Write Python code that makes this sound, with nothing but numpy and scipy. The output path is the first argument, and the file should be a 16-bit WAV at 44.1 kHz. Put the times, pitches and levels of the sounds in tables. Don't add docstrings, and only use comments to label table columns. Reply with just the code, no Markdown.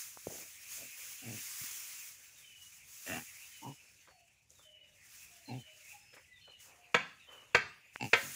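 import sys
import numpy as np
from scipy import signal
from scipy.io import wavfile
from scipy.ndimage import uniform_filter1d

SR = 44100
rng = np.random.default_rng(int(sys.argv[2]) if len(sys.argv) > 2 else 0)


def master(y):
    cut = np.clip(np.atleast_2d(y).T, -1, 1)
    pcm = np.round(cut * 32767)
    wavfile.write(sys.argv[1], SR, pcm.astype(np.int16))


N = 368235

# start_s, length_s, attack_s, level_db, lead_s, lead_rate_hz, body_rate_hz,
# mouth_start_hz, mouth_end_hz, mouth_db, rasp_db, rasp_tilt_db_per_octave, breath_share
GRUNTS = [(0.758, 0.1466, 0.08, -62, 0.00017, 96, 101.4, 630, 607, 3, -29, 0, .6),
          (1.213, 0.2094, 0.08, -46.5, .024, 249, 122, 716, 702, -11.5, -9, 4, 0.63),
          (3.054, 0.191, 0.1513, -43, 0.00041, 90, 91.3, 542, 855, 2.5, 7, -9.5, .65),
          (3.613, 0.14, 0.0775, -45, 0.0316, 300.6, 174, 917, 902, 1.5, -28.5, 2.5, .55),
          (5.469, .17, 0.0307, -43, .025, 265, 138, 795, 762, -8.5, -14.5, 13, .6),
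          (7.994, .11, 0.0204, -42, .052, 65, 125, 851, 813, 0.5, 0.5, 18.5, .35),
          (8.207, 0.164, 0.027, -56.5, 0.003, 49.4, 50, 597, 610, -14.5, -31, 0, .2)]
# centre_hz, width_hz, gain_db
THROAT_RESONANCES = [(129.6, 34.7, 11.5), (247.8, 118.4, 4), (345.7, 363, -6.5)]
# centre_hz, width_hz, gain_db
SNOUT_RESONANCES = [(1605, 1230, -2.5), (1829, 344, 5), (2370, 476, 8), (2662, 210, 10.5),
                    (4600, 1100, -19), (7255, 246, -29)]


def grunt(length_s, attack_s, level_db, lead_s, lead_rate_hz, body_rate_hz,
          mouth_start_hz, mouth_end_hz, mouth_db, rasp_db, tilt_db_per_octave, breath_share):
    t = np.arange(0, length_s, 1 / SR)
    progress = t / length_s
    rate_hz = np.where(t < lead_s, lead_rate_hz, body_rate_hz * (1 - .25 * progress))
    jitter = unit_rms(uniform_filter1d(rng.standard_normal(len(t)), size=300))
    cycles = np.cumsum(rate_hz * (1 + .2 * breath_share * jitter)) / SR
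    openings = np.diff(np.floor(cycles), prepend=0)
    pulses = unit_rms(openings * amp(2.5 * rng.standard_normal(len(t))) / np.sqrt(rate_hz))
    puffs = unit_rms(np.exp(-(cycles % 1) / .5) * rng.standard_normal(len(t)))
    drive = (1 - breath_share) * pulses + breath_share * puffs
    low_drive = butterworth(pulses + .15 * puffs, 3, [90, 650], "band")
    throat = sum(amp(db) * resonate(low_drive, hz, width) for hz, width, db in THROAT_RESONANCES)
    soft_drive = butterworth(drive, 6, 1150, "low")
    mouth_hz = mouth_start_hz + (mouth_end_hz - mouth_start_hz) * progress
    mouth = resonate(soft_drive, mouth_hz, width_hz=176.5)
    rasp = sum(amp(db + tilt_db_per_octave * np.log2(hz / 2700)) * resonate(drive, hz, width)
               for hz, width, db in SNOUT_RESONANCES)
    gape_db = -7 * np.maximum(1 - t / .0245, 0) - 18 * progress ** 2
    voice = (amp(mouth_db + gape_db) * unit_rms(mouth)
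             + amp(rasp_db - 10.5 * progress ** 2) * unit_rms(rasp) - unit_rms(throat))
    effort_db = level_db - 17.5 * np.maximum(1 - t / attack_s, 0) ** 2 - 29 * progress ** 4.57
    return amp(effort_db) * voice * signal.windows.tukey(len(t), .15)


# start_s, level_db, contact_s
KNOCKS = [(6.946, -16, 0.0107), (7.549, -13.5, 0.01084), (8.134, -13.5, 0.01187)]
# pitch_hz, gain_db, t60_s
WOOD_MODES = [(475.8, 4, 0.11), (644.6, -2.5, 0.08), (806, -6, .06), (957, -1, 0.076),
              (1291.4, -3.5, 0.156), (1552, -1.5, 0.197), (1795, -6, .08), (1925, -3, 0.14),
              (2263, 0.5, 0.19), (2420, -5.5, 0.15), (2598.6, 9.5, 0.048), (3205, -10.5, 0.22),
              (3700, -16, .1), (4472, -4.5, .05)]
# frequency_hz, density_db
CRACK_SPECTRUM = [(60, -30), (150, -3.5), (310, -35), (470, -4), (1100, -9.5), (2200, -1.5), (2650, -2.5),
                  (2900, -16.5), (3500, -11.5), (3950, -23), (4450, -19), (5500, -28), (7000, -23.5),
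                  (9000, -44), (15000, -54.5)]


def knocks():
    out, t = np.zeros(N), np.arange(SR // 3) / SR
    for start_s, level_db, contact_s in KNOCKS:
        contact = np.clip(t / .00261, 0, 1) ** 2 / (1 + (t / contact_s) ** 4)
        crack = noise(CRACK_SPECTRUM, len(t), patchy_db=.5) * contact
        ring = sum(amp(db - 60 * t / t60_s) * np.sin(2 * np.pi * (hz * t + rng.random()))
                   for hz, db, t60_s in WOOD_MODES)
        direct = crack + amp(-10) * ring * np.clip(t / .00406, 0, 1)
        add(out, start_s - .003, amp(level_db - 3.5) * direct)
        add(out, start_s + .015, amp(level_db - 16.5) * direct)
        add(out, start_s + .005, amp(level_db - 15) * signal.fftconvolve(crack, yard_tail()))
    return out


# time_s, level_db
RUSTLE_LEVELS = [(0, -56), (.9, -51), (1.23, -51.5), (1.35, -44.5), (1.63, -40.5), (1.85, -45),
                 (2.09, -47.5), (2.17, -55.5), (2.52, -60), (2.82, -59.5), (2.95, -50.5), (3.63, -54),
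                 (3.79, -61), (4.44, -74), (4.8, -77.5), (5.16, -53), (5.44, -60.5), (5.6, -59),
                 (5.68, -74.5), (6.55, -70), (7.6, -71.5), (7.9, -81), (8.35, -79.5)]
# peak_s, rise_s, hold_s, level_db
SHUFFLES = [(0, .02, 0.0023, -41), (0.327, 0.223, 0.0743, -46.5), (0.719, 0.081, 0.0563, -43),
            (0.987, 0.06, 0.138, -47), (2.383, .03, 0, -55), (2.649, 0.148, 0.105, -57),
            (3.07, 0.101, 0.1, -46), (4.497, 0.012, 0.14, -63.5), (5.868, 0.38, 0.066, -55.5),
            (6.15, 0.036, 0, -61), (6.607, 0.028, 0.051, -55), (7.333, 0.058, 0, -62),
            (7.945, 0.0316, 0, -57.5), (8.038, 0.0306, .1, -54), (8.177, 0.048, .2, -45)]
# frequency_hz, density_db
STRAW_SPECTRUM = [(600, -45), (1010, -15), (2250, -7), (4130, -11), (6500, 0), (7600, -2), (8200, -7),
                  (9720, -5), (13600, -9), (14600, -3), (16000, -2)]


def straw():
    t = np.arange(N) / SR
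    power = amp(level_curve(RUSTLE_LEVELS)) ** 2
    for peak_s, rise_s, hold_s, level_db in SHUFFLES:
        rise_db = -19 * np.maximum(peak_s - t, 0) / rise_s
        fall_db = -100 * np.maximum(t - peak_s - hold_s, 0)
        power += amp(level_db + rise_db + fall_db) ** 2
    for start_s, level_db, _ in KNOCKS:
        power += (t > start_s) * amp(level_db - 34 - 400 * abs(t - start_s)) ** 2
    rustle_db = 10 * np.log10(power)
    clumps = unit_rms(uniform_filter1d(uniform_filter1d(rng.standard_normal(N), size=900), size=500))
    rustle_db += np.clip(-.08 * (rustle_db + 45), .3, 2.5) * clumps
    snaps = amp(.48 * np.minimum(rng.exponential(1, N), 6)) * (rng.random(N) < .004)
    rustle = (1 + snaps) * noise(STRAW_SPECTRUM, N, patchy_db=1)
    fizz = signal.sosfiltfilt(signal.butter(2, 11000, "high", fs=SR, output="sos"), rustle)
    fizz_loss = 1 - np.clip(amp(.58 * (rustle_db + 50)), 0, 1)
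    return amp(rustle_db) * (rustle - fizz_loss * fizz)


# start_s, level_db, pitch_hz, decay_cycles
TICKS = [(0.174, -34, 942, 0.52), (.271, -24, 466, 0.753), (0.28, -36, 142.5, 0.505),
         (1.614, -44, 125, 0.95), (1.639, -50, 263, 1.18), (4.506, -44, 6580, 5.1),
         (7.959, -41, 1510, 1.12), (7.961, -22.5, 1760, 0.645)]


def ticks():
    out = np.zeros(N)
    for start_s, level_db, pitch_hz, decay_cycles in TICKS:
        cycles = np.arange(0, 4 * decay_cycles, pitch_hz / SR)
        envelope = cycles / decay_cycles * np.exp(-2 * cycles / decay_cycles)
        add(out, start_s - .001, amp(level_db + 12) * envelope * np.sin(2 * np.pi * cycles))
    return out


# start_s, length_s, centre_hz, width_hz, level_db
FAR_KNOCKS_AND_SCUFFS = [(0.271, 0.227, 386, 517, -48), (4.069, 0.0774, 1100, 1750, -55.5),
                         (4.491, 0.123, 7050, 5060, -64.5), (4.582, 0.0925, 1100, 1200, -63),
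                         (6.121, 0.107, 2210, 1500, -55), (6.156, 0.078, 1095, 1710, -54),
                         (6.467, 0.088, 788, 1210, -58), (6.599, 0.575, 910, 970, -64),
                         (7.25, 0.425, 1028, 1540, -55.5)]


def far_knocks_and_scuffs():
    out = np.zeros(N)
    for start_s, length_s, centre_hz, width_hz, level_db in FAR_KNOCKS_AND_SCUFFS:
        progress = np.linspace(0, 1, round(length_s * SR))
        grains = rng.standard_normal(len(progress)) * (rng.random(len(progress)) < .06)
        burst = unit_rms(resonate(grains, centre_hz, width_hz))
        hollow = unit_rms(resonate(grains, centre_hz=553, width_hz=220))
        envelope = amp(level_db - 26.1 * progress) * signal.windows.tukey(len(progress), .4)
        add(out, start_s, envelope * (burst + amp(-7) * hollow))
    return out


# step_s, held_s, level_db
WHISTLES = [(2.424, 0.268, -59.5), (3.501, 0.254, -61.5), (4.618, 0.266, -60.5), (5.574, 0.121, -58),
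            (6.396, .235, -59.5), (7.263, 0.169, -58.5)]
# start_s, length_s, start_hz, end_hz, level_db
PEEPS_AND_COOS = [(.96, 0.14, 537.4, 518, -76), (3.675, 0.252, 5154, 5400, -72),
                  (3.974, 0.203, 4500, 4407, -74), (4.106, 0.114, 770, 657.5, -68),
                  (4.633, 0.365, 621.1, 581, -74), (5.291, .28, 700, 635, -72),
                  (5.449, 0.059, 4210, 4105, -62.5), (5.648, 0.203, 625, 582, -72.5),
                  (5.924, 0.043, 868, 799.5, -64.5), (5.959, 0.22, 5150, 5230, -70),
                  (6.269, 0.107, 2010, 1972, -65), (6.405, 0.108, 4270, 4109, -68.5),
                  (6.641, 0.33, 728, 705.5, -73.5)]


def birds():
    out = np.zeros(N)
    slide_s, overlap_s = .078, .0068
    slide_hz = np.linspace(3889, 3400, round(slide_s * SR))
    for step_s, held_s, level_db in WHISTLES:
        held_hz = 2903 + 200.43 * np.exp(-np.arange(0, held_s, 1 / SR) / .09)
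        add(out, step_s - slide_s + overlap_s, bird_note(slide_hz, level_db - 10))
        add(out, step_s, bird_note(held_hz, level_db))
    for start_s, length_s, start_hz, end_hz, level_db in PEEPS_AND_COOS:
        add(out, start_s, bird_note(np.linspace(start_hz, end_hz, round(length_s * SR)), level_db))
    return out + amp(-2.5) * signal.fftconvolve(out, yard_tail())[:N]


def bird_note(pitch_hz, level_db, fade_db_per_s=16.5):
    t = np.arange(len(pitch_hz)) / SR
    blur = unit_rms(resonate(rng.standard_normal(len(t)), pitch_hz, 40 + pitch_hz[-1] / 65))
    pure = np.sqrt(2) * np.sin(2 * np.pi * np.cumsum(pitch_hz) / SR)
    envelope = amp(level_db - fade_db_per_s * t) * signal.windows.tukey(len(t), .2)
    return envelope * (.35 * pure + .7 * blur)


# frequency_hz, t60_s
YARD_DECAY = [(200, 0.49), (500, 0.354), (1500, 0.436), (2500, 0.352), (5000, 0.544), (12000, 0.05)]


def yard_tail():
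    hz, t, spectra = signal.stft(rng.standard_normal(SR // 2), SR, nperseg=256)
    decay = amp(-60 * t / log_interp(YARD_DECAY, hz)[:, None])
    tail = signal.istft(spectra * decay, SR, nperseg=256)[1]
    return tail / np.linalg.norm(tail)


# time_s, level_db
HISS_LEVELS = [(0, -70.5), (.72, -59), (1.12, -56), (1.93, -54.5), (2.09, -62), (2.63, -68.5), (3.44, -60),
               (4.04, -65), (4.21, -74), (4.51, -78.5), (5.0, -65), (5.18, -60), (5.58, -66.5),
               (5.75, -62.5), (6.44, -68), (6.98, -67.5), (7.2, -64.5), (8.1, -64.5), (8.35, -56.5)]
# frequency_hz, density_db
HISS_SPECTRUM = [(900, -65), (1400, -14.5), (1900, -5.5), (2600, 3.5), (3100, -10), (4200, -16.5),
                 (6500, -15), (12000, -24)]
# frequency_hz, density_db
MURMUR_SPECTRUM = [(60, -4.5), (150, 4.5), (400, 2.5), (800, 4.5), (1300, -5.5), (2000, -42)]


def yard_background():
    rumble = unit_rms(butterworth(rng.standard_normal(N), 2, [40, 120], "band"))
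    lumps_db = 2.5 * unit_rms(uniform_filter1d(rng.standard_normal(N), size=4000))
    hiss_db = level_curve(HISS_LEVELS)
    hiss = amp(hiss_db) * noise(HISS_SPECTRUM, N, patchy_db=4.5)
    murmur = amp(-49.5 + .4976 * hiss_db) * noise(MURMUR_SPECTRUM, N, patchy_db=-3)
    return hiss + murmur + amp(-76.5 + lumps_db) * rumble


def noise(spectrum, samples, patchy_db):
    frames, hz = samples // 128 + 6, np.fft.rfftfreq(512, 1 / SR)
    real, imag, patches = rng.standard_normal((frames, 257, 3)).T
    patches = unit_rms(uniform_filter1d(uniform_filter1d(patches, size=7, axis=0), size=20, axis=1))
    spectra = (real + 1j * imag) * amp(log_interp(spectrum, hz)[:, None] + patchy_db * patches)
    return unit_rms(signal.istft(spectra, nperseg=512, noverlap=384)[1][:samples])


def resonate(x, centre_hz, width_hz):
    carrier = np.exp(2j * np.pi * np.cumsum(centre_hz * np.ones(len(x))) / SR)
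    pole = np.exp(-np.pi * width_hz / SR)
    smoothed = signal.lfilter([(1 - pole) ** 2], [1, -2 * pole, pole * pole], x / carrier)
    return 2 * (carrier * smoothed).real


def butterworth(x, order, cutoff_hz, kind):
    return signal.sosfilt(signal.butter(order, cutoff_hz, kind, fs=SR, output="sos"), x)


def level_curve(rows):
    time_s, level_db = np.transpose(rows)
    return np.interp(np.arange(N) / SR, time_s, level_db)


def log_interp(rows, hz):
    row_hz, values = np.transpose(rows)
    return np.interp(np.log(hz + 1), np.log(row_hz + 1), values)


def amp(db):
    return 10 ** (np.asarray(db) / 20)


def unit_rms(x):
    return x / np.sqrt(np.mean(x ** 2) + 1e-20)


def add(mix, start_s, sound):
    part = mix[round(start_s * SR):][:len(sound)]
    part += sound[:len(part)]


def scene():
    mix = straw() + yard_background() + birds() + knocks() + ticks() + far_knocks_and_scuffs()
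    for start_s, *settings in GRUNTS:
        add(mix, start_s, grunt(*settings))
    return np.array([mix, mix])


def record(dry):
    low_cut_hz, high_cut_hz = 70, 15650
    band_limit = signal.firwin(511, high_cut_hz, window=("kaiser", 9), fs=SR)
    return signal.oaconvolve(butterworth(dry, 2, low_cut_hz, "high"), band_limit[None], "same")


dry = scene()
out = record(dry)
master(out)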